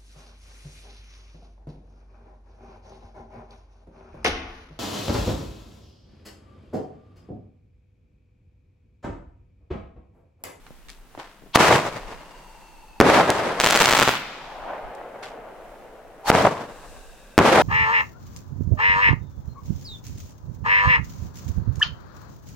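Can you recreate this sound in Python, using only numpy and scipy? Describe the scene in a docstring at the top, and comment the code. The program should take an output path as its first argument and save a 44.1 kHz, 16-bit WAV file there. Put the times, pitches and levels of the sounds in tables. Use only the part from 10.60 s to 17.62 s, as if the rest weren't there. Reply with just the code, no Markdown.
"""A faint breeze and a few small knocks, then a thump: a large firework tube fires the first of two shells.
Each hums upward through the night and bursts high overhead; the first throws out crackling stars.
Every blast is a shock wave that slaps off nearby structures and rolls over the land as reverberation,
and the first burst comes back late from far off. The blasts overload a pair of microphones."""
import sys
import numpy as np
from scipy import signal
from scipy.fft import rfft, irfft, next_fast_len
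from scipy.io import wavfile

SR = 44100
rng = np.random.default_rng(int(sys.argv[2]) if len(sys.argv) > 2 else 0)


def store_wav(level_fs):
    """Save 16-bit WAV to argv[1]."""
    pcm = np.round(np.clip(np.atleast_2d(level_fs), -1, 1) * 32767)
    wavfile.write(sys.argv[1], SR, pcm.T.astype(np.int16))


N = 309611
T = np.arange(N) / SR


def undb(db):
    """Decibels to amplitude ratio."""
    return 10 ** (np.asarray(db) / 20)


def unit(x):
    """Normalisation to rms 1."""
    return x / np.sqrt(np.mean(x ** 2))


def butter(x, hz, kind, order=2):
    """Causal low-pass or high-pass filter."""
    return signal.sosfilt(signal.butter(order, min(hz, .45 * SR), kind, fs=SR, output="sos"), x)


def colour(x, spectrum):
    """Spectral shaping by an outline of (frequency_hz, gain_db) points."""
    size = next_fast_len(x.shape[-1])
    hz, db = np.transpose(spectrum)
    gain = undb(np.interp(np.log(np.fft.rfftfreq(size, 1 / SR) + 1), np.log(hz), db))
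    return irfft(rfft(x, size) * gain, size)[..., :x.shape[-1]]


def resonate(x, hz, width_hz):
    """A single resonance, gain 1 at its centre."""
    return signal.lfilter(*signal.iirpeak(hz, hz / width_hz, fs=SR), x)


def add(out, start_s, sound):
    """Superposition: a sound joins the mix at its start time."""
    i = max(int(start_s * SR), 0)
    part = sound[..., :max(N - i, 0)]
    out[:, i:i + part.shape[-1]] += part


def wander(rate_hz):
    """Slow random modulation: straight lines between random values."""
    knots = rng.standard_normal(N // 20)
    return 1.83 * np.interp(T * rate_hz, np.arange(len(knots)), knots)


def swell_at(centre_s, half_s):
    """A bell-shaped envelope around a moment."""
    return np.exp(-((T - centre_s) / half_s) ** 2)


def microphone_pair(wave, lag_samples):
    """Path difference: an oblique wave reaches one microphone before the other."""
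    return np.array([np.pad(wave, (10 + lag, 10 - lag)) for lag in (0, lag_samples)])


# How unlike the two microphones hear diffuse sound: frequency_hz, side_over_mid_db
STEREO_WIDTH = [(25, -4.5), (60, -17), (125, -17.5), (250, -12.5), (500, -10.5), (1000, -8.5), (2000, -5),
                (4000, -1.5), (12000, 0.5)]
def diffuse(uneven_db):
    """Diffuse field: dense, uneven arrivals from all sides, partly coherent at two close microphones."""
    strength = undb(uneven_db * np.repeat(rng.standard_normal(N // 32 + 1), 32)[:N])
    mid, side = rng.standard_normal((2, N)) * strength
    side = colour(side, STEREO_WIDTH)
    return unit(np.array([mid + side, mid - side]))


def band(hz, half_width_hz):
    """Narrow-band noise: random modulation spreads a steady or gliding tone into a breathy band."""
    phase = 2 * np.pi * np.cumsum(np.broadcast_to(hz, N)) / SR
    flutter = butter(diffuse(uneven_db=1.5), half_width_hz, "low")
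    return unit(flutter * np.cos(phase) + flutter[:, ::-1] * np.sin(phase))


# Spectrum of the night air: frequency_hz, gain_db
AIR_SPECTRUM = [(15, -9.5), (30, 4), (45, -5), (70, -17.5), (200, -19.5), (450, -27.5), (1000, -29),
                (2500, -35), (5000, -42.5), (9000, -44.5), (16000, -47.5)]
# Gusts on the microphones: centre_s, level_db, half_length_s
WIND_GUSTS = [(1.466, -40, 0.16), (2.1, -46, 0.68), (3.8, -50.5, 0.39), (4.267, -37, 0.037),
              (6.3, -47.5, 0.39)]
# Course of the distant hush: time_s, level_db
HUSH_LEVELS = [(0, -45.5), (2.3, -47), (4.1, -49), (7, -45.5)]
def night_air(breeze_db=-52):
    """Wind noise: a light, gusty breeze rumbles on the microphones over a faint distant hush."""
    air = unit(colour(diffuse(uneven_db=-1), AIR_SPECTRUM))
    gust_power = sum((undb(db) * swell_at(s, half_s)) ** 2 for s, db, half_s in WIND_GUSTS)
    breeze = np.sqrt(undb(breeze_db) ** 2 + gust_power)
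    rumble = butter(air, 115, "low") * breeze * undb(2 * wander(4.5))
    hush_db = np.interp(T, *np.transpose(HUSH_LEVELS)) + 0.46 * wander(9)
    return rumble + butter(air, 83, "high") * undb(hush_db)


# Small knocks, scuffs and distant snaps: start_s, level_db, pitch_hz, decay_s
KNOCKS = [(0.065, -43, 1010, .01), (0.106, -36, 200, 0.0035), (0.284, -38.5, 2450, 0.0037),
          (0.293, -33, 2070, 0.0026), (0.3, -40, 3000, 0.0056), (0.311, -46.5, 3160, 0.026),
          (0.549, -42.5, 394, 0.011), (0.575, -33.5, 370, 0.015), (0.584, -39, 920, 0.088),
          (0.597, -29.5, 795, 0.0056), (0.643, -43, 780, 0.0046), (0.724, -57, 1700, 0.0036),
          (0.82, -43.5, 200, 0.02), (0.86, -44, 252, 0.017), (4.35, -45, 4500, 0.0038),
          (4.625, -33.5, 1250, 0.044)]
def knocks():
    """Damped resonance: each short, dull contact dies away in one broad band."""
    out, grit = np.zeros((2, N)), diffuse(uneven_db=4)
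    size = SR // 4
    age = T[:size]
    for k, (start_s, db, hz, decay_s) in enumerate(KNOCKS):
        contact = butter(grit[:, k * size:(k + 1) * size], 4 * hz, "low", order=1)
        ring = unit(resonate(contact, hz, width_hz=1.2 * hz))
        envelope = np.minimum(age / (0.11 * decay_s), 1) * np.exp(-age / decay_s)
        add(out, start_s, undb(db) * ring * envelope)
    return out


def far_echo(crest_s=4.03, rise_db_per_s=35, fade_db_per_s=7.5, return_s=4.11, from_hz=790, to_hz=581):
    """Long-path echo: the first burst returns as a soft band that sinks as the path grows longer."""
    before, after = np.maximum(crest_s - T, 0), np.maximum(T - crest_s, 0)
    core = band(to_hz + (from_hz - to_hz) * np.exp(-after / .36), half_width_hz=189)
    skirt_spectrum = [(100, -16), (350, -8.5), (700, -1.5), (1500, -5), (3000, -19.5), (6000, -50)]
    skirt = undb(-5) * unit(colour(diffuse(uneven_db=2.5), skirt_spectrum))
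    wash = undb(-37 - rise_db_per_s * before - fade_db_per_s * after)
    # one strong return stands out just after the crest of the wash
    strong = np.where(T < return_s, swell_at(return_s, 0.064), np.exp(-abs(T - return_s) / 0.085))
    envelope = np.hypot(wash, undb(-33) * strong) * undb(0.33 * wander(25))
    return (T > SHELL_BURSTS[0][0]) * (core + skirt) * envelope


def roll(start_s, shape, spectrum, echoes, attack_s, swell_db, treble_attack_s,
         fade_db_per_s, boom_db, boom_decay_s):
    """Reverberation: reflections off ground and trees swell as more land is reached, then fall away."""
    level_db, treble_db, hold_s, release_db_per_s, late_db = shape
    age = np.maximum(T - start_s, 0)
    field = colour(diffuse(uneven_db=2), spectrum)
    body, treble = (unit(butter(field, 1800, kind, order=4)) for kind in ("low", "high"))
    echo_power = sum((undb(db) * swell_at(start_s + delay_s, half_s)) ** 2
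                     for delay_s, db, half_s in echoes)

    def envelope(rise_s, held_s, echo_db):
        """Attack, hold and release; the late echoes add in power."""
        past = np.maximum(age - held_s, 0)
        late_power = undb(late_db) ** 2 * (undb(-fade_db_per_s * past) ** 2
                                           + undb(echo_db) ** 2 * echo_power)
        return np.minimum(age / rise_s, 1) * np.sqrt(undb(-release_db_per_s * past) ** 2 + late_power)

    # a low boom comes first; the treble arrives later and leaves sooner
    boom = unit(butter(colour(diffuse(uneven_db=-1.5), spectrum), 378, "low", order=4))
    boom *= undb(boom_db) * np.minimum(age / attack_s, 1) * np.exp(-age / boom_decay_s)
    body *= envelope(attack_s, hold_s, echo_db=0) * undb(-swell_db * np.maximum(1 - age / hold_s, 0))
    treble *= envelope(treble_attack_s, 0.9 * hold_s, echo_db=-2.5) * undb(treble_db)
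    return undb(level_db + 0.93 * wander(70)) * (boom + body + treble)


# The roll of each lift and each burst: level_db, treble_gain_db, hold_s, release_db_per_s, late_gain_db
LIFT_ROLL_SHAPES = [(-17.5, -2.5, 0.18, 131, -16), (-17, -8.5, 0.14, 127, -22)]
BURST_ROLL_SHAPES = [(-14.5, -11.5, 0.2, 170, -7), (-13.5, -11.5, 0.2, 85, -20)]
# Spectra of the rolls: frequency_hz, gain_db
LIFT_ROLL_SPECTRUM = [(25, -16), (70, -1.5), (120, 9), (250, 6), (600, 10.5), (1000, 6.5), (1700, -9),
                      (3500, -20.5), (8000, -30), (10000, -36.5), (16000, -45)]
BURST_ROLL_SPECTRUM = [(25, -32), (70, -13.5), (150, -8), (300, -5), (600, 1.5), (1000, -3), (1700, -9),
                       (3500, -13.5), (8000, -25.5), (10000, -29), (16000, -42.5)]
# Broad echoes from the surroundings: delay_s, gain_over_late_db, half_length_s
LIFT_ECHOES = [(0.303, 5.5, 0.029), (0.404, -1.5, 0.027), (.55, -7, .03)]
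BURST_ECHOES = [(.297, -1, 0.022), (.455, -1.5, 0.065)]
def rolls():
    """Fixed echo paths: blasts from the same spot roll over the land with the same delays."""
    ground = sum(roll(lift[0], shape, LIFT_ROLL_SPECTRUM, LIFT_ECHOES, attack_s=0.025, swell_db=3.5,
                      treble_attack_s=0.053, fade_db_per_s=28, boom_db=-8, boom_decay_s=0.087)
                 for lift, shape in zip(LIFT_CHARGES, LIFT_ROLL_SHAPES))
    sky = sum(roll(burst[0], shape, BURST_ROLL_SPECTRUM, BURST_ECHOES, attack_s=.015, swell_db=3,
                   treble_attack_s=0.079, fade_db_per_s=21, boom_db=-1.5, boom_decay_s=0.15)
              for burst, shape in zip(SHELL_BURSTS, BURST_ROLL_SHAPES))
    return ground + sky


# Modes of the hum: harmonic_number, half_width_hz, gain_db
HUM_MODES = [(1, 77, 5.5), (3, 78, 3.5), (5, 150, -1), (7, 150, -6.5)]
# Climbing shells: start_s, end_s, start_pitch_hz, end_pitch_hz, hum_db, rolloff_db_per_octave,
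# hiss_crest_s, hiss_db, hiss_fade_s
SHELL_FLIGHTS = [(1.451, 2.399, 950, 875, -52.5, 4, 1.94, -61, 0.55),
                 (6.029, 6.805, 547.4, 525, -56.5, -2.5, 6.32, -54, 0.44)]
def flights():
    """Stopped-pipe resonance: a shell hums in odd harmonics, sagging as it slows; its tail fizzes."""
    out = np.zeros((2, N))
    hiss_spectrum = [(1000, -16.5), (4000, 1), (8500, 2), (11000, -7), (16000, -11)]
    for start_s, end_s, from_hz, to_hz, hum_db, rolloff, crest_s, hiss_db, fade_s in SHELL_FLIGHTS:
        pitch_hz = np.interp(T, [start_s, end_s], [from_hz, to_hz])
        hum = unit(sum(undb(db - rolloff * np.log2(k)) * band(k * pitch_hz, half_width_hz)
                       for k, half_width_hz, db in HUM_MODES))
        hiss = unit(colour(diffuse(uneven_db=1), hiss_spectrum)) * np.exp(-abs(T - crest_s) / fade_s)
        burning = np.clip((T - start_s) / 0.076, 0, 1) * (T < end_s)
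        out += burning * (undb(hum_db) * hum + undb(hiss_db) * hiss)
    return out


# Gas escaping just before each shell leaves: centre_s, pitch_hz, half_width_hz, level_db, half_length_s
GAS_SQUEALS = [(0.955, 3410, 900, -23, 0.012), (5.675, 4440, 110, -37, 0.014)]
def squeals():
    """Flow noise: gas squeals briefly through the gap between shell and tube."""
    return sum(undb(db) * band(hz, half_width_hz) * swell_at(centre_s, half_s)
               for centre_s, hz, half_width_hz, db, half_s in GAS_SQUEALS)


def shock(pulse_ms, low_hz, top_hz):
    """Blast wave: a sudden overpressure, then a longer shallow suction; air rounds the front."""
    age = T[:SR // 25] / (pulse_ms / 1000)  # in pulse lengths
    pressure = (1 - age) * np.exp(-age)
    wave = butter(butter(pressure, low_hz, "high", order=1), top_hz, "low")
    return wave / wave.max()


def lesser_stars(count=36, start_s=3.04, end_s=3.44):
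    """Random ignition: the lesser stars go off at irregular moments while the cloud burns."""
    jitter, size = rng.random((count, 2)).T
    times_s = start_s + (end_s - start_s) * (np.arange(count) + jitter) / count
    levels_db = 2.5 - rng.standard_normal(count)
    pulses_ms = 0.24 * 2 ** (size - .5)
    return list(zip(times_s, levels_db, pulses_ms))


# The loudest crackling stars: start_s, level_db, pulse_ms
LOUD_STARS = [(2.703, 4, 0.086), (3.0007, 14, 0.084), (3.0085, 5.5, 0.21), (3.0149, 1, 0.17),
              (3.0381, 10, 0.18), (3.0441, 12, 0.074), (3.0625, 12.5, 0.099), (3.0707, 10, 0.19),
              (3.1083, 10, 0.071), (3.1264, 8, 0.18), (3.1505, 10, 0.19), (3.154, 4, 0.2),
              (3.1591, 8, 0.24), (3.1742, 6, 0.068), (3.204, 13, 0.1), (3.2097, 10.5, 0.15),
              (3.214, 12, 0.14), (3.2185, 7, 0.095), (3.2207, 11.5, .17), (3.2419, 5, 0.21),
              (3.2566, 8, 0.105), (3.2594, 8, 0.066), (3.2888, 10, .18), (3.3095, 10, 0.19),
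              (3.3265, 12.5, 0.11), (3.3356, 11, .19), (3.3497, 5.5, 0.26), (3.3714, 7, .18),
              (3.3921, 10.5, .21), (3.3988, 8, 0.21), (3.4181, 12.5, 0.22), (3.4267, 9.5, 0.23),
              (3.4317, -3, 0.36), (3.4767, 11.5, 0.26), (3.4845, 5.5, 0.31), (3.4916, 10, 0.22)]
def crackle():
    """Scattering: stars explode as tiny blast waves, each from its own bearing; the ground echoes them."""
    direct, stars = np.zeros((2, N)), list(LOUD_STARS) + lesser_stars()
    for (start_s, db, pulse_ms), (pan, bearing) in zip(stars, rng.random((len(stars), 2))):
        wave = undb(db) * shock(pulse_ms, low_hz=420, top_hz=11500)
        balance = undb(np.array([[2.5], [-2.5]]) * (pan - .5))
        add(direct, start_s, balance * microphone_pair(wave, int(7 * (bearing - .35))))
    echo = ground_scatter(direct)
    # the low end of the scatter follows the smoothed power of the pops
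    smoothing = 1 / (.03 * SR)
    power = signal.lfilter([smoothing], [1, smoothing - 1], direct[0] ** 2)
    thud_spectrum = [(30, -24), (130, 2), (350, -3), (900, 0.5), (4000, -21)]
    thud = unit(colour(diffuse(uneven_db=3.5), thud_spectrum)) * np.sqrt(power)
    bright_edge = resonate(direct, hz=7350, width_hz=2700)
    return undb(-2.5) * direct + undb(-11) * bright_edge + echo + undb(-15.5) * thud


# Spectrum of the stars' echo: frequency_hz, gain_db
SCATTER_SPECTRUM = [(40, -25), (130, 11), (500, -8.5), (1200, -0.5), (2500, 1.5), (5000, 0), (8000, 3),
                    (10000, -10), (16000, -23)]
def ground_scatter(pops):
    """Convolution: the ground's response takes a moment to build, so each pop stands clear of its echo."""
    field = unit(colour(diffuse(uneven_db=4.5), SCATTER_SPECTRUM))
    near = butter(field, 8400, "low") * np.exp(-T / 0.044) * undb(-37.5)
    far = butter(field, 5000, "low", order=3) * np.exp(-T / 0.23) * undb(-55.5)
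    response = (near + far) * (1 - np.exp(-T / 0.038))
    return signal.fftconvolve(pops.mean(axis=0)[None], response[:, :2 * SR], axes=1)[:, :N]


def blast(peak_db, pulse_ms, slaps, facets=5):
    """Early reflection: slaps follow the direct wave; evenly stepped facets turn each into a short ring."""
    out = np.zeros((2, N))
    add(out, 0, shock(pulse_ms, low_hz=445, top_hz=14600))
    for delay_s, db, stretch, step_s in slaps:
        top_hz = 7000 / (1 + delay_s / .035)  # the longer the detour, the duller the slap
        wave = undb(db) * shock(pulse_ms * stretch, low_hz=330, top_hz=top_hz) / facets
        for facet, (jitter, bearing) in enumerate(rng.random((facets, 2))):
            arrival_s = delay_s + step_s * (facet + 0.41 * jitter)
            add(out, arrival_s, microphone_pair(wave, int(8 * (bearing - .35))))
    return undb(peak_db) * out[:, :SR // 2]


# Reflections of a blast on the ground: delay_s, gain_db, pulse_stretch, facet_step_s
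LIFT_SLAPS = [(.0012, -16, .7, .00003), (.015, -19, .7, .00002), (.0496, -15, .9, .00002),
              (.149, -10, 1, .0015), (.1675, -11, .9, .0013)]
# Charges that launch the shells: start_s, peak_db, pulse_ms, rush_db, rush_rise_s, tube_pitch_hz
LIFT_CHARGES = [(0.9578, 20, .55, -11, .0075, 1020), (5.7012, 19.5, .55, -18, .03, 850)]
def lifts():
    """Pressure release: gas rushes past the shell ever louder until it leaves the tube with a thump."""
    out = np.zeros((2, N))
    gas_spectrum = [(60, -8), (300, -8), (850, 1), (1600, -3.5), (4200, -12.5), (6000, -13.5),
                    (16000, -28)]
    gas = unit(colour(diffuse(uneven_db=1.5), gas_spectrum))
    for start_s, peak_db, pulse_ms, rush_db, rise_s, tube_hz in LIFT_CHARGES:
        add(out, start_s, blast(peak_db, pulse_ms, LIFT_SLAPS))
        before, after = np.maximum(start_s - T, 0), np.maximum(T - start_s, 0)
        swell = np.exp(-(before / rise_s) ** 1.92 - after / 0.0068)
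        ring = undb(-5) * band(tube_hz, half_width_hz=tube_hz / 8)
        # the tube sings first, the broad rush follows
        out += undb(rush_db) * (ring * swell ** .7 + gas * swell ** 1.25)
    return out


# Reflections of a blast in the sky: delay_s, gain_db, pulse_stretch, facet_step_s
BURST_SLAPS = [(.002, -16.5, 0.81, 0.00028), (.0093, -8, 0.45, 0.000011), (0.012, -16, 0.57, 0.000022),
               (0.019, -20, 2.5, 0.00065), (.038, -42, 1.6, .0014), (.05, -36, 2.3, .0006),
               (.293, -16, 1.26, 0.00119)]
# Shells exploding overhead: start_s, peak_db, pulse_ms
SHELL_BURSTS = [(2.4018, 22, .65), (6.7791, 22, .6)]
def bursts():
    """Shock radiation: each shell explodes in one blast wave that slaps off nearby structures."""
    out = np.zeros((2, N))
    for start_s, peak_db, pulse_ms in SHELL_BURSTS:
        add(out, start_s, blast(peak_db, pulse_ms, BURST_SLAPS))
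    return out


def scene(left_over_right_db=1.03):
    """Superposition: all sources add, and a level difference sets them a little left of centre."""
    firework = lifts() + bursts() + squeals() + rolls() + crackle() + far_echo() + flights()
    balance = undb(np.array([[.5], [-.5]]) * left_over_right_db)
    return (firework + knocks() + night_air()) * balance


def record(dry, ceiling=.95, top_hz=16000):
    """Overload: the blast fronts clip flat, then a steep low-pass cuts the highest treble."""
    clipped = np.clip(dry, -ceiling, ceiling)
    return signal.sosfilt(signal.ellip(8, .2, 70, top_hz, fs=SR, output="sos"), clipped)


dry = scene()
out = record(dry)
store_wav(out)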